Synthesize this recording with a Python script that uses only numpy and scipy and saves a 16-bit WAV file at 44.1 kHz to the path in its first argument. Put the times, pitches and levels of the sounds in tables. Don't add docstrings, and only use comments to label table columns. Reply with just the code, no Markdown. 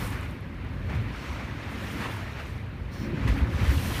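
import sys
import numpy as np
from scipy import signal
from scipy.fft import rfft, irfft, next_fast_len
from scipy.io import wavfile
from scipy.ndimage import uniform_filter1d, map_coordinates

SR = 44100
rng = np.random.default_rng(int(sys.argv[2]) if len(sys.argv) > 2 else 0)


def transcribe(signal):
    frames = np.atleast_2d(signal).T
    limited = np.clip(frames, -1, 1)
    pcm = np.round(limited * 32767).astype(np.int16)
    wavfile.write(sys.argv[1], SR, pcm)


N = 176400
T = np.arange(N) / SR

# f/Hz, level/dB
FOAM_SPECTRUM = [(2500, -20), (5500, -7), (7600, -5.5), (9600, 0), (10400, -4), (11500, -0.5),
                 (13500, -2.5), (15300, -4.5)]


def amp(db):
    return 10 ** (np.asarray(db) / 20)


def unit(x):
    return x / np.sqrt(np.mean(x ** 2) + 1e-20)


def curve(rows):
    return np.interp(T, *np.transpose(rows))


def wobble(rate):
    return map_coordinates(rng.standard_normal(2000), [T * rate + 2], mode="wrap")


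def filtered(x, response):
    size = next_fast_len(N + 8192)
    return irfft(rfft(x, size) * response(np.fft.rfftfreq(size, 1 / SR)), size)[:N]


def coloured(x, spectrum):
    f, db = np.transpose(spectrum)
    return unit(filtered(x, lambda hz: amp(np.interp(np.log(hz + 1), np.log(f), db))))


def noise(spectrum):
    return coloured(rng.standard_normal(N), spectrum)


def patchy(spectrum, bands=5, frames=8, spread_db=1.5):
    cells = signal.stft(rng.standard_normal(N), nperseg=512)[2]
    patches = uniform_filter1d(rng.standard_normal(cells.shape), bands, axis=0)
    patches = uniform_filter1d(patches, frames, axis=1)
    uneven = signal.istft(cells * amp(spread_db * unit(patches)), nperseg=512)[1]
    return coloured(uneven[:N], spectrum)


def pings(low_hz, high_hz, cycles, spread_db, rise, count, samples):
    when, pitch, chance, life = rng.random((count, 4)).T[:, :, None]
    hz = low_hz * (high_hz / low_hz) ** pitch
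    steps = np.arange(samples)
    turns = hz * steps / SR
    age = turns / (cycles * (.5 + life))
    strength = amp(-spread_db * np.log(np.maximum(chance, 0.01)))
    tones = np.sin(2 * np.pi * turns * (1 + rise * np.tanh(age / 2)))
    envelope = np.exp(-age) * (1 - np.exp(-2 * turns))
    places = (when * N).astype(int) + steps
    return np.bincount(places.ravel(), (strength * tones * envelope).ravel(), N)[:N]


def far_sea():
    return amp(-76) * noise(FOAM_SPECTRUM)


def engine():
    # t/s, level/dB
    levels = [(0, -33), (.3, -37), (.62, -36), (1.0, -31), (1.2, -39), (1.58, -40), (1.85, -37.5),
              (2.25, -38), (2.5, -36), (2.95, -36), (3.12, -35), (3.33, -25.5), (3.55, -30.5),
              (3.72, -30.5), (4, -32)]
    # f/Hz, level/dB
    spectrum = [(15, -30), (30, -31), (40, -13), (50, 0.5), (62, 0), (82, -1), (115, -2), (150, -8.5),
                (200, -13.5), (300, -22.5), (600, -27), (2000, -99)]
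    hum_hz = 113.5 + 2.31 * wobble(6.3)
    hum = amp(-45.5 + 1.1 * wobble(5.2)) * unit(np.sin(2 * np.pi * np.cumsum(hum_hz) / SR))
    return hum + amp(curve(levels) + 0.5 + 1.05 * wobble(6.38)) * noise(spectrum)


def hull_drone(start_s=3, end_s=3.5, edge_s=0.037):
    envelope = np.clip(np.minimum(T - start_s, end_s - T) / edge_s, 0, 1)
    hz = 280 + 11.17 * wobble(40)
    tone = unit(np.sin(2 * np.pi * np.cumsum(hz) / SR))
    return envelope * amp(-40.5 + 2 * wobble(45)) * tone


def churn():
    # t/s, level/dB
    levels = [(0, -44), (.5, -43.5), (.85, -45.5), (.93, -39), (1.08, -43.5), (1.55, -42.5), (1.9, -40),
              (2.02, -40), (2.2, -46), (2.7, -48.5), (2.9, -45.5), (3.0, -41), (3.05, -34), (3.15, -38),
              (3.3, -38.5), (3.55, -38), (3.68, -36.5), (4, -39)]
    # f/Hz, level/dB
    spectrum = [(40, -0.5), (90, 3), (140, -3), (190, 0.5), (225, 2.5), (243, -1), (275, 2.5), (305, -4),
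                (350, -3.5), (430, -16), (560, -12), (750, -37), (2000, -49.5)]
    return amp(curve(levels) + 2 + 1.1 * wobble(24.88)) * noise(spectrum)


def thumps():
    # t/s, f/Hz, peak level/dB, swell time/s
    blows = [(0.112, 287, -32, 0.01), (0.48, 60, -31, 0.018), (0.74, 59.4, -31.5, 0.026),
             (0.962, 110, -22.5, 0.024), (1.28, 70.6, -27, 0.0275), (1.945, 284, -31, 0.019),
             (1.985, 212, -30.5, 0.016), (3.012, 179, -29, 0.0087), (3.122, 358, -30, 0.012),
             (3.125, 156, -24.5, 0.016), (3.14, 231, -27.5, 0.0089), (3.243, 111.4, -22, 0.015),
             (3.255, 186, -33, 0.026), (3.275, 54, -16, 0.037), (3.37, 114, -31, 0.039),
             (3.407, 64, -14.5, 0.024), (3.49, 62.3, -28, 0.018), (3.596, 95, -22, 0.03),
             (3.667, 64, -12.5, 0.027), (3.734, 80, -16.5, 0.026), (3.755, 109, -25, 0.015)]
    out = np.zeros(N)
    for start, hz, db, swell in blows:
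        age = np.maximum(T - start, 0)
        envelope = (age / swell * np.exp(1 - age / swell)) ** 3.4
        out += amp(db) * envelope * np.sin(2 * np.pi * hz * age)
    roughness = 1 + 0.22 * wobble(130)
    return out * roughness


def jet(start_s=2.903, end_s=3.1, rise_s=0.038, fall_s=0.045, sag_db_per_s=22):
    # f/Hz, level/dB
    spectrum = [(2000, -33), (3500, -8), (4350, 0.5), (4900, -7), (5400, 1), (5850, -3), (6600, -15),
                (7300, -13), (7900, -20), (9300, -12), (11100, -23), (13000, -16), (15000, -13.5)]
    age = np.maximum(T - start_s, 0)
    envelope = np.clip(np.minimum(age / rise_s, (end_s - T) / fall_s), 0, 1)
    return amp(-51 - sag_db_per_s * age) * envelope * patchy(spectrum)


def drops(fade_s=0.0011):
    # t/s, f/Hz, level/dB
    landings = [(.076, 8700, -34), (0.105, 10200, -34), (.211, 9150, -36.5), (.31, 9500, -46),
                (.408, 11500, -49), (.545, 6000, -51), (0.649, 11000, -50), (.69, 5540, -49),
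                (2.769, 4000, -48)]
    out = np.zeros(N)
    for start, hz, db in landings:
        age = np.maximum(T - start, 0)
        splatter = (1 + unit(uniform_filter1d(rng.standard_normal(N), size=10))) / 2
        out += amp(db) * splatter * np.sin(2 * np.pi * hz * age) * np.exp(-age / fade_s)
    return out


def foam():
    # t/s, level/dB
    levels = [(0, -48.5), (.07, -48), (.17, -60.5), (.32, -65), (.45, -85), (.86, -71), (.95, -68),
              (1.1, -74), (1.16, -69), (1.3, -65), (1.52, -73), (1.7, -65), (1.84, -58.5), (2.13, -56),
              (2.27, -67), (2.52, -65), (2.66, -76), (2.88, -82), (3.13, -83), (3.24, -69), (3.3, -66),
              (3.39, -60), (3.45, -72.5), (3.53, -63), (3.68, -50.5), (3.93, -45), (4, -46)]
    spray = pings(5160, 15000, cycles=1.6, spread_db=3.5, rise=0.02, count=4000, samples=120)
    fizz = patchy(FOAM_SPECTRUM, bands=3, frames=12) + amp(-6.5) * coloured(spray, FOAM_SPECTRUM)
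    return amp(curve(levels) + 1.1 * wobble(39)) * fizz


def seethe():
    # t/s, level/dB
    levels = [(0, -46), (.12, -53.5), (.3, -61), (.45, -66.5), (.66, -66), (.85, -62.5), (.94, -57.5),
              (1.07, -62), (1.16, -52.5), (1.29, -50.5), (1.55, -57.5), (1.8, -51.5), (2.04, -48.5),
              (2.25, -54.5), (2.48, -56.5), (2.68, -67), (2.88, -65), (3.12, -64), (3.18, -55), (3.31, -51),
              (3.47, -58), (3.61, -46), (3.82, -44.5), (4, -41.5)]
    # f/Hz, level/dB
    spectrum = [(1200, -34), (2800, 0.5), (4100, -1.5), (4950, -5.5), (5500, -3.5), (6500, -8.5),
                (7700, -13.5), (10000, -17.5), (15000, -24)]
    bubbles = pings(2557, 9300, cycles=4.6, spread_db=3.6, rise=0.015, count=2400, samples=600)
    sizzle = unit(patchy(spectrum) + amp(-5.5) * coloured(bubbles, spectrum))
    return amp(curve(levels) + 0.32 * wobble(35)) * sizzle


def slaps(rise_s=0.0018):
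    # t/s, level/dB, fade time/s
    hits = [(.122, -36.5, 0.017), (0.227, -42.5, .025), (.893, -43, 0.015), (.948, -42.5, 0.019),
            (1.398, -43, 0.009), (1.999, -39, 0.058), (2.398, -37, 0.007), (3.274, -33, 0.029),
            (3.705, -32, 0.0096)]
    # f/Hz, level/dB
    spectrum = [(150, -13), (600, -10), (2200, 3), (3300, -9.5), (5000, -16), (8000, -21.5), (15000, -27)]
    envelope = np.zeros(N)
    for start, db, fade in hits:
        age = np.maximum(T - start, 0)
        envelope += amp(db) * (1 - np.exp(-age / rise_s)) * np.exp(-age / fade)
    return envelope * noise(spectrum)


def wash():
    # t/s, level/dB
    levels = [(0.0, -38.5), (0.1, -42), (0.14, -40.5), (0.25, -44), (0.49, -50), (0.66, -46.5),
              (0.88, -47.5), (0.9, -40.5), (1.05, -44), (1.41, -40.5), (1.45, -43.5), (1.99, -39.5),
              (2.02, -35), (2.18, -41.5), (2.34, -43.5), (2.4, -38.5), (2.43, -44.5), (2.83, -50),
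              (3.26, -40), (3.3, -38), (3.34, -41), (3.38, -38), (3.49, -44), (3.57, -40.5), (3.605, -36),
              (3.71, -37.5), (3.79, -40.5), (4.0, -36)]
    # f/Hz, level/dB
    spectrum = [(150, 2), (400, 0.5), (520, -2.5), (720, -1.5), (1000, 1.5), (1400, 1), (1950, 2.5),
                (2400, 0), (3200, -8), (4500, -15.5), (7000, -43), (15000, -62)]
    bubbles = pings(447.2, 4920, cycles=3.9, spread_db=2.5, rise=0.047, count=4500, samples=1000)
    rush = patchy(spectrum, bands=6, frames=4) + amp(-6) * coloured(bubbles, spectrum)
    return amp(curve(levels) + 0.18 * wobble(21.53)) * rush


def scene():
    boat = engine() + hull_drone() + churn() + thumps()
    sea = far_sea() + jet() + drops() + foam() + seethe() + slaps() + wash()
    return (boat + sea)[None]


def record(dry):
    low_hz, top_hz = 32.7, 15380
    return filtered(dry[0], lambda hz: (hz < top_hz) * hz ** 4 / (hz ** 4 + low_hz ** 4))[None]


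dry = scene()
out = record(dry)
transcribe(out)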